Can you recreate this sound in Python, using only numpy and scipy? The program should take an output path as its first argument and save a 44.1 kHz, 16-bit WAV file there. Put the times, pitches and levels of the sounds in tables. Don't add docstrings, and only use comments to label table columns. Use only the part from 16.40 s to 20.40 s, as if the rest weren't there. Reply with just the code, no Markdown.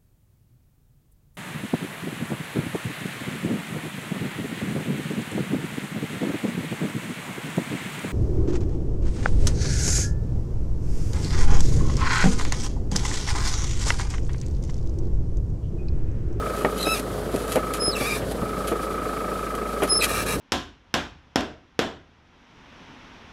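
import sys
import numpy as np
from scipy import signal
from scipy.fft import rfft, irfft
from scipy.io import wavfile

SR = 44100
rng = np.random.default_rng(int(sys.argv[2]) if len(sys.argv) > 2 else 0)


def dump_mix(stems):
    frames = np.atleast_2d(stems).T
    limited = np.clip(frames, -1, 1)
    pcm = np.round(limited * 32767).astype(np.int16)
    wavfile.write(sys.argv[1], SR, pcm)


N = 176400
T = np.arange(N) / SR


def amp(db):
    return 10 ** (np.asarray(db) / 20)


def unit(x):
    return x / np.sqrt(np.mean(x ** 2) + 1e-20)


def gain_at(spectrum, hz):
    freqs, db = np.transpose(spectrum)
    return amp(np.interp(np.log(hz + 1), np.log(freqs), db))


def curve(rows):
    times, *columns = np.transpose(rows)
    return [np.interp(T, times, column) for column in columns]


def colour(x, spectrum):
    return unit(irfft(rfft(x) * gain_at(spectrum, np.fft.rfftfreq(N, 1 / SR)), N))


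def noise():
    return rng.standard_normal(N)


def waver(hz):
    knots = rng.standard_normal(N // 10)
    return unit(np.interp(2 * hz * T, np.arange(len(knots)), knots))


def grains(per_s, spread_db):
    clicks = noise() * (rng.random(N) < per_s / SR)
    return unit(clicks * amp(spread_db * np.minimum(rng.exponential(1, N), 4)))


def ring(x, hz, width_hz):
    carrier = np.exp(2j * np.pi * np.cumsum(hz) / SR)
    pole = np.exp(-np.pi * width_hz / SR)
    return unit((carrier * signal.lfilter([1 - pole], [1, -pole], x / carrier + 1e-18)).real)


def gate(start, end, edge_s):
    return np.clip(np.minimum(T - start, end - T) / edge_s, 0, 1)


def cabin(x, decay_s=0.0091, wet_db=-0.5):
    age = T[:N // 20]
    tail = rng.standard_normal(len(age)) * np.exp(-age / decay_s)
    reflections = signal.oaconvolve(x, tail / np.linalg.norm(tail))[:N]
    return (x + amp(wet_db) * reflections) / np.hypot(1, amp(wet_db))


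# (frequency [Hz], relative level [dB])
HISS_SPECTRUM = [(1500, -57), (3000, 6), (4500, 4), (6000, 0), (8000, 1.5), (10700, 2.5), (13000, -2),
                 (15500, -11)]


def hiss(level_db=-45.5, flicker_db=1.35):
    return amp(level_db + flicker_db * waver(hz=25.32)) * colour(noise(), HISS_SPECTRUM)


# (time [s], level [dB])
TYRE_SWELLS = [(0, -35), (.3, -43.5), (.8, -36), (1.1, -39.5), (1.6, -44), (1.85, -37), (2.5, -46),
               (3.3, -51.5), (4, -35)]
# (frequency [Hz], relative level [dB])
TYRE_SPECTRUM = [(25, -7), (60, 13), (90, 18.5), (170, 15.5), (260, -29), (1500, -51)]


def tyres():
    return amp(curve(TYRE_SWELLS)[0]) * colour(noise(), TYRE_SPECTRUM)


# (time [s], firing rate [Hz])
FIRING_RATE = [(1.4, 53.0), (1.6, 53.43)]


def crank_turns(first_turn_s=.0104):
    turns = np.cumsum(curve(FIRING_RATE)[0] / 2) / SR
    return turns - np.interp(first_turn_s, T, turns)


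# (multiple of the crank rate, level before the swell [dB])
HUM_ORDERS = [(2, -39), (4, -53.5), (7, -46), (8, -59.5), (10, -48), (16, -42.5), (20, -53), (23, -48.5)]
# (time [s], gain [dB])
HUM_SWELL = [(0, 3.5), (.9, 1.5), (2.2, 1.5), (2.8, -0.5), (3.9, 2)]
# (frequency [Hz], relative level [dB])
RUMBLE_SPECTRUM = [(25, -13), (60, -42), (110, -12), (200, 0), (300, -1.5), (430, 3), (620, -1.5),
                   (900, -11), (1500, -12), (2000, -20), (3200, -29.5), (6000, -54)]


def engine(turns, rumble_db=-31, throb_depth=0.24, throb_at_turn=0.63):
    hum = sum(amp(db) * np.sqrt(2) * np.cos(2 * np.pi * k * turns + 0.05 * k * waver(hz=4.5))
              for k, db in HUM_ORDERS)
    throb = 1 + throb_depth * np.cos(2 * np.pi * (turns - throb_at_turn))
    rumble = colour(noise() * throb, RUMBLE_SPECTRUM)
    return amp(curve(HUM_SWELL)[0]) * hum + amp(rumble_db) * rumble


# (time [s], level [dB])
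CHATTER_STRENGTH = [(0, -31.5), (.5, -39.5), (.8, -47.5), (1.25, -32), (1.48, -34.5), (1.6, -41),
                    (1.92, -63), (2.0, -35), (2.45, -33), (3.8, -33), (4, -74)]
# (frequency [Hz], relative level [dB])
TICK_SPECTRUM = [(900, -12), (1300, -10), (1640, -2.5), (1850, -9), (2400, -5.5), (3500, -27), (8000, -43)]


def chatter(turns, chirp_hz=1240, fall_hz=60, scatter_hz=18, ring_hz=1277):
    caught_at, tick_at, chirp_at = .27, .38, .43
    ring_decay, tick_decay, chirp_width = 1.1, .48, .175
    count, age = np.divmod(turns - caught_at, 1)
    turn = count.astype(int)
    from_chirp = age + caught_at - chirp_at
    rub = from_chirp / chirp_width
    since_s = from_chirp * 2 / curve(FIRING_RATE)[0]
    offset = np.pi * noise()[turn]
    mean_hz = chirp_hz - fall_hz * rub / 2 + scatter_hz * noise()[turn]
    chirp = np.exp(-rub ** 2) * np.cos(2 * np.pi * mean_hz * since_s + offset)
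    ring_shape = np.minimum(10 * np.minimum(age, 1 - age), 1) * np.exp(-age / ring_decay)
    ringing = ring_shape * np.cos(2 * np.pi * ring_hz * since_s + offset + np.pi / 2)
    tick = colour(noise() * np.exp(-((turns - tick_at) % 1) / tick_decay), TICK_SPECTRUM)
    metal = unit(amp(noise()[turn]) * chirp + amp(-1) * ringing)
    return amp(curve(CHATTER_STRENGTH)[0]) * (metal + amp(-11.5) * tick)


# (time [s], level [dB], decay [s], rattle tilt [dB/octave], boom pitch [Hz])
RUTS = [(0.246, -19.5, 0.019, -3.5, 456), (0.468, -18, 0.0072, -2.5, 321), (0.941, -20.5, 0.016, -6, 410),
        (1.157, -16, 0.02, -3, 461.3), (1.479, -17.5, 0.0047, -6, 498), (1.611, -22, 0.018, -5, 451),
        (1.817, -31.5, 0.016, -1, 132), (2.022, -24.5, 0.015, -9, 230), (2.316, -20, 0.02, -3.5, 450),
        (3.421, -16.5, 0.02, -2, 399.7), (3.956, -28, .03, -13, 317)]
# (frequency [Hz], relative level [dB])
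RATTLE_SPECTRUM = [(40, -34), (120, -14.5), (220, -8), (320, -2), (450, 1), (620, -1.5), (850, -7),
                   (1100, -11.5), (2000, -12.5), (3200, -18), (6000, -55)]


def thumps(rise_s=0.001, boom_gain=.8, boom_wander=.12):
    out = np.zeros(N)
    hz = np.fft.rfftfreq(N, 1 / SR)
    for start, db, decay, tilt_db, boom_hz in RUTS:
        age = np.maximum(T - start, 0)
        shape = np.minimum(age / rise_s, 1) * np.exp(-np.minimum((age / decay) ** 2 / 2, 20))
        tilt = amp(tilt_db * np.log2(np.clip(hz, 100, 2500)))
        rattle = shape * irfft(rfft(noise()) * gain_at(RATTLE_SPECTRUM, hz) * tilt, N)
        rattle *= np.linalg.norm(shape) / np.linalg.norm(rattle)
        pitch = boom_hz * (1 + boom_wander * waver(hz=101.45))
        boom = boom_gain * shape * np.sin(2 * np.pi * np.cumsum(pitch) / SR)
        out += amp(db) * (rattle + boom)
    return out


# (frequency [Hz], level [dB], decay [s])
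PANEL_MODES = [(619, -20, 0.017), (838, -32, 0.031), (1240, -29, 0.033), (1860, -14.5, 0.0034),
               (2230, -26.5, 0.0094)]


def knock(at_s=.249, width_s=0.00024):
    age = np.maximum(T - at_s, 0)
    contact = (T - at_s) / width_s
    pulse = np.exp(-contact ** 2) - np.exp(-(contact / 4) ** 2) / 4
    panel = sum(amp(db) * np.exp(-age / decay) * np.sin(2 * np.pi * hz * age)
                for hz, db, decay in PANEL_MODES)
    return amp(-1) * pulse - panel


# (peak time [s], rise [s], fall [s], level [dB])
LEAF_BRUSHES = [(.185, 0.025, 0.083, -42), (.405, 0.032, 0.063, -36), (0.597, 0.003, 0.0027, -27.5),
                (0.951, 0.048, 0.08, -42), (1.136, 0.046, 0.027, -32.5), (1.343, 0.0056, 0.019, -29.5),
                (1.917, 0.0031, 0.0028, -31.5), (2.284, 0.011, 0.019, -33.5), (3.154, 0.0048, 0.0043, -41),
                (3.43, 0.0091, 0.021, -33), (3.479, 0.0045, 0.01, -34.5), (3.636, 0.01, 0.013, -19.5)]
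# (frequency [Hz], relative level [dB])
SCRATCH_SPECTRUM = [(500, -47), (1500, 5.5), (2600, 4.5), (4500, -0.5), (6000, -1), (8000, 0.5), (10800, 1),
                    (13000, -2.5), (15500, -23)]


def leaves():
    power = np.zeros(N)
    for peak, rise, fall, db in LEAF_BRUSHES:
        from_peak = (T - peak) / np.where(T < peak, rise, fall)
        power += amp(db) ** 2 * np.exp(-np.minimum(from_peak ** 2, 20))
    return np.sqrt(power) * colour(grains(per_s=3500, spread_db=5), SCRATCH_SPECTRUM)


# (frequency [Hz], width [Hz], relative level [dB])
TWIG_MODES = [(1280, 55, 5), (1550, 500, -1), (2350, 400, -4), (2720, 170, -3), (3960, 130, -6),
              (5350, 130, -10), (6300, 140, -15), (8150, 300, -10), (9450, 220, -11), (10760, 260, -4.5)]
# (start [s], end [s], level [dB], twig ring against the scratch [dB])
TWIG_RASPS = [(0.527, 0.596, -31, -1), (1.548, 1.798, -32.5, -1), (3.603, 3.672, -30.5, 5),
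              (3.668, 3.843, -28, 8), (3.852, 3.969, -28, 8)]


def rasps(bend_depth=.014):
    slips = grains(per_s=4800, spread_db=-2)
    bend = 1 + bend_depth * waver(hz=35)
    wood = unit(sum(amp(db) * ring(slips, hz * bend, width) for hz, width, db in TWIG_MODES))
    scratch = colour(slips, SCRATCH_SPECTRUM)
    return sum(amp(db) * gate(start, end, edge_s=.016) * unit(scratch + amp(ring_db) * wood)
               for start, end, db, ring_db in TWIG_RASPS)


def stick_slip(stroke, jitter, jitter_hz, ragged_db=4.5):
    hz, db = curve(stroke)[:2]
    ragged = jitter * (1 + (db.max() - db) / ragged_db)
    phase = 2 * np.pi * np.cumsum(hz * (1 + ragged * waver(jitter_hz))) / SR
    envelope = np.sqrt(2) * amp(db) * gate(stroke[0][0], stroke[-1][0], edge_s=0.0012)
    return phase, hz, envelope


# (time [s], pitch [Hz], level [dB], octave against the fundamental [dB])
WHISTLE_STROKES = [
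    [(1.392, 5080, -48, -8), (1.408, 5131, -29, -9), (1.448, 5123, -27, 0), (1.488, 5123, -24, -7),
     (1.502, 5115, -26, -20), (1.522, 5080, -42, -2)],
    [(3.488, 5200, -44, 3), (3.502, 5125, -23, -2), (3.533, 5115, -20, 0), (3.553, 5115, -34, 2)],
    [(3.538, 5262, -36, -6), (3.549, 5268, -24, -7), (3.566, 5271, -21, -10), (3.579, 5268, -23, 4),
     (3.589, 5250, -29, -6), (3.612, 5040, -38, -1)],
]


def whistles(flutter_db=.5, third_db=-32):
    out = np.zeros(N)
    for stroke in WHISTLE_STROKES:
        phase, _, envelope = stick_slip(stroke, jitter=.001, jitter_hz=270)
        flutter = amp(flutter_db * waver(hz=150))
        octave = amp(curve(stroke)[2]) * np.sin(2 * phase)
        out += envelope * flutter * (np.sin(phase) + octave + amp(third_db) * np.sin(3 * phase))
    return out


# (time [s], pitch [Hz], relative level [dB])
SQUEAL_STROKES = [
    [(.39, 3980, -46), (.405, 4020, -36), (.422, 4150, -37), (.438, 4000, -28), (.458, 3850, -39)],
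    [(1.512, 4800, -43), (1.525, 4300, -39), (1.538, 3980, -30), (1.555, 3700, -42)],
    [(1.548, 2800, -44), (1.562, 2600, -28), (1.58, 2550, -42)],
    [(1.6, 2380, -41), (1.645, 2270, -36), (1.68, 2520, -35), (1.698, 2280, -36), (1.718, 2390, -28),
     (1.74, 2370, -35), (1.77, 2300, -46)],
    [(3.597, 4200, -42), (3.608, 4090, -26), (3.616, 4050, -33), (3.635, 3950, -38)],
    [(3.611, 2650, -42), (3.616, 2560, -25), (3.63, 2480, -28), (3.655, 2300, -40)],
]


def squeals(gain_db=2, db_per_octave=-13, roughness=.45):
    out = np.zeros(N)
    for stroke in SQUEAL_STROKES:
        phase, _, envelope = stick_slip(stroke, jitter=.011, jitter_hz=468)
        for k in range(1, 4):
            flutter = unit(1 + k * roughness * waver(hz=273))
            out += envelope * amp(db_per_octave * np.log2(k)) * flutter * np.sin(k * phase)
    return amp(gain_db) * out


# (time [s], slip rate [Hz], relative level [dB])
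SQUAWK_STROKES = [
    [(.45, 1295, -40), (.463, 1295, -28), (.495, 1300, -27), (.52, 1316, -23), (.538, 1308, -24),
     (.551, 1240, -31), (.578, 1120, -43)],
    [(1.59, 1200, -42), (1.62, 1160, -35), (1.65, 1140, -35), (1.68, 1270, -30), (1.71, 1245, -37),
     (1.75, 1225, -33), (1.78, 1200, -44)],
]
# (frequency [Hz], gain [dB])
SQUAWK_SPECTRUM = [(1300, 1.5), (2600, -1), (3950, -5), (5250, -6), (6600, -17.5), (7900, -16.5),
                   (9200, -17), (10600, -7), (13000, -19), (15500, -34)]


def squawks(gain_db=-4.5, flutter_db=2.5):
    out = np.zeros(N)
    for stroke in SQUAWK_STROKES:
        phase, hz, envelope = stick_slip(stroke, jitter=.0075, jitter_hz=684)
        for k in range(1, 13):
            flutter = amp(flutter_db * waver(hz=146.6))
            out += envelope * gain_at(SQUAWK_SPECTRUM, k * hz) * flutter * np.sin(k * phase)
    return amp(gain_db) * out


def scene():
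    turns = crank_turns()
    car = engine(turns) + chatter(turns) + tyres() + thumps() + knock()
    twigs = whistles() + squeals() + squawks() + cabin(rasps())
    return (car + twigs + cabin(leaves()) + hiss())[None]


def record(dry, cutoff_hz=15780):
    lowpass = signal.firwin(801, cutoff_hz, window=("kaiser", 9), fs=SR)
    return signal.oaconvolve(dry, lowpass[None], "same")


dry = scene()
out = record(dry)
dump_mix(out)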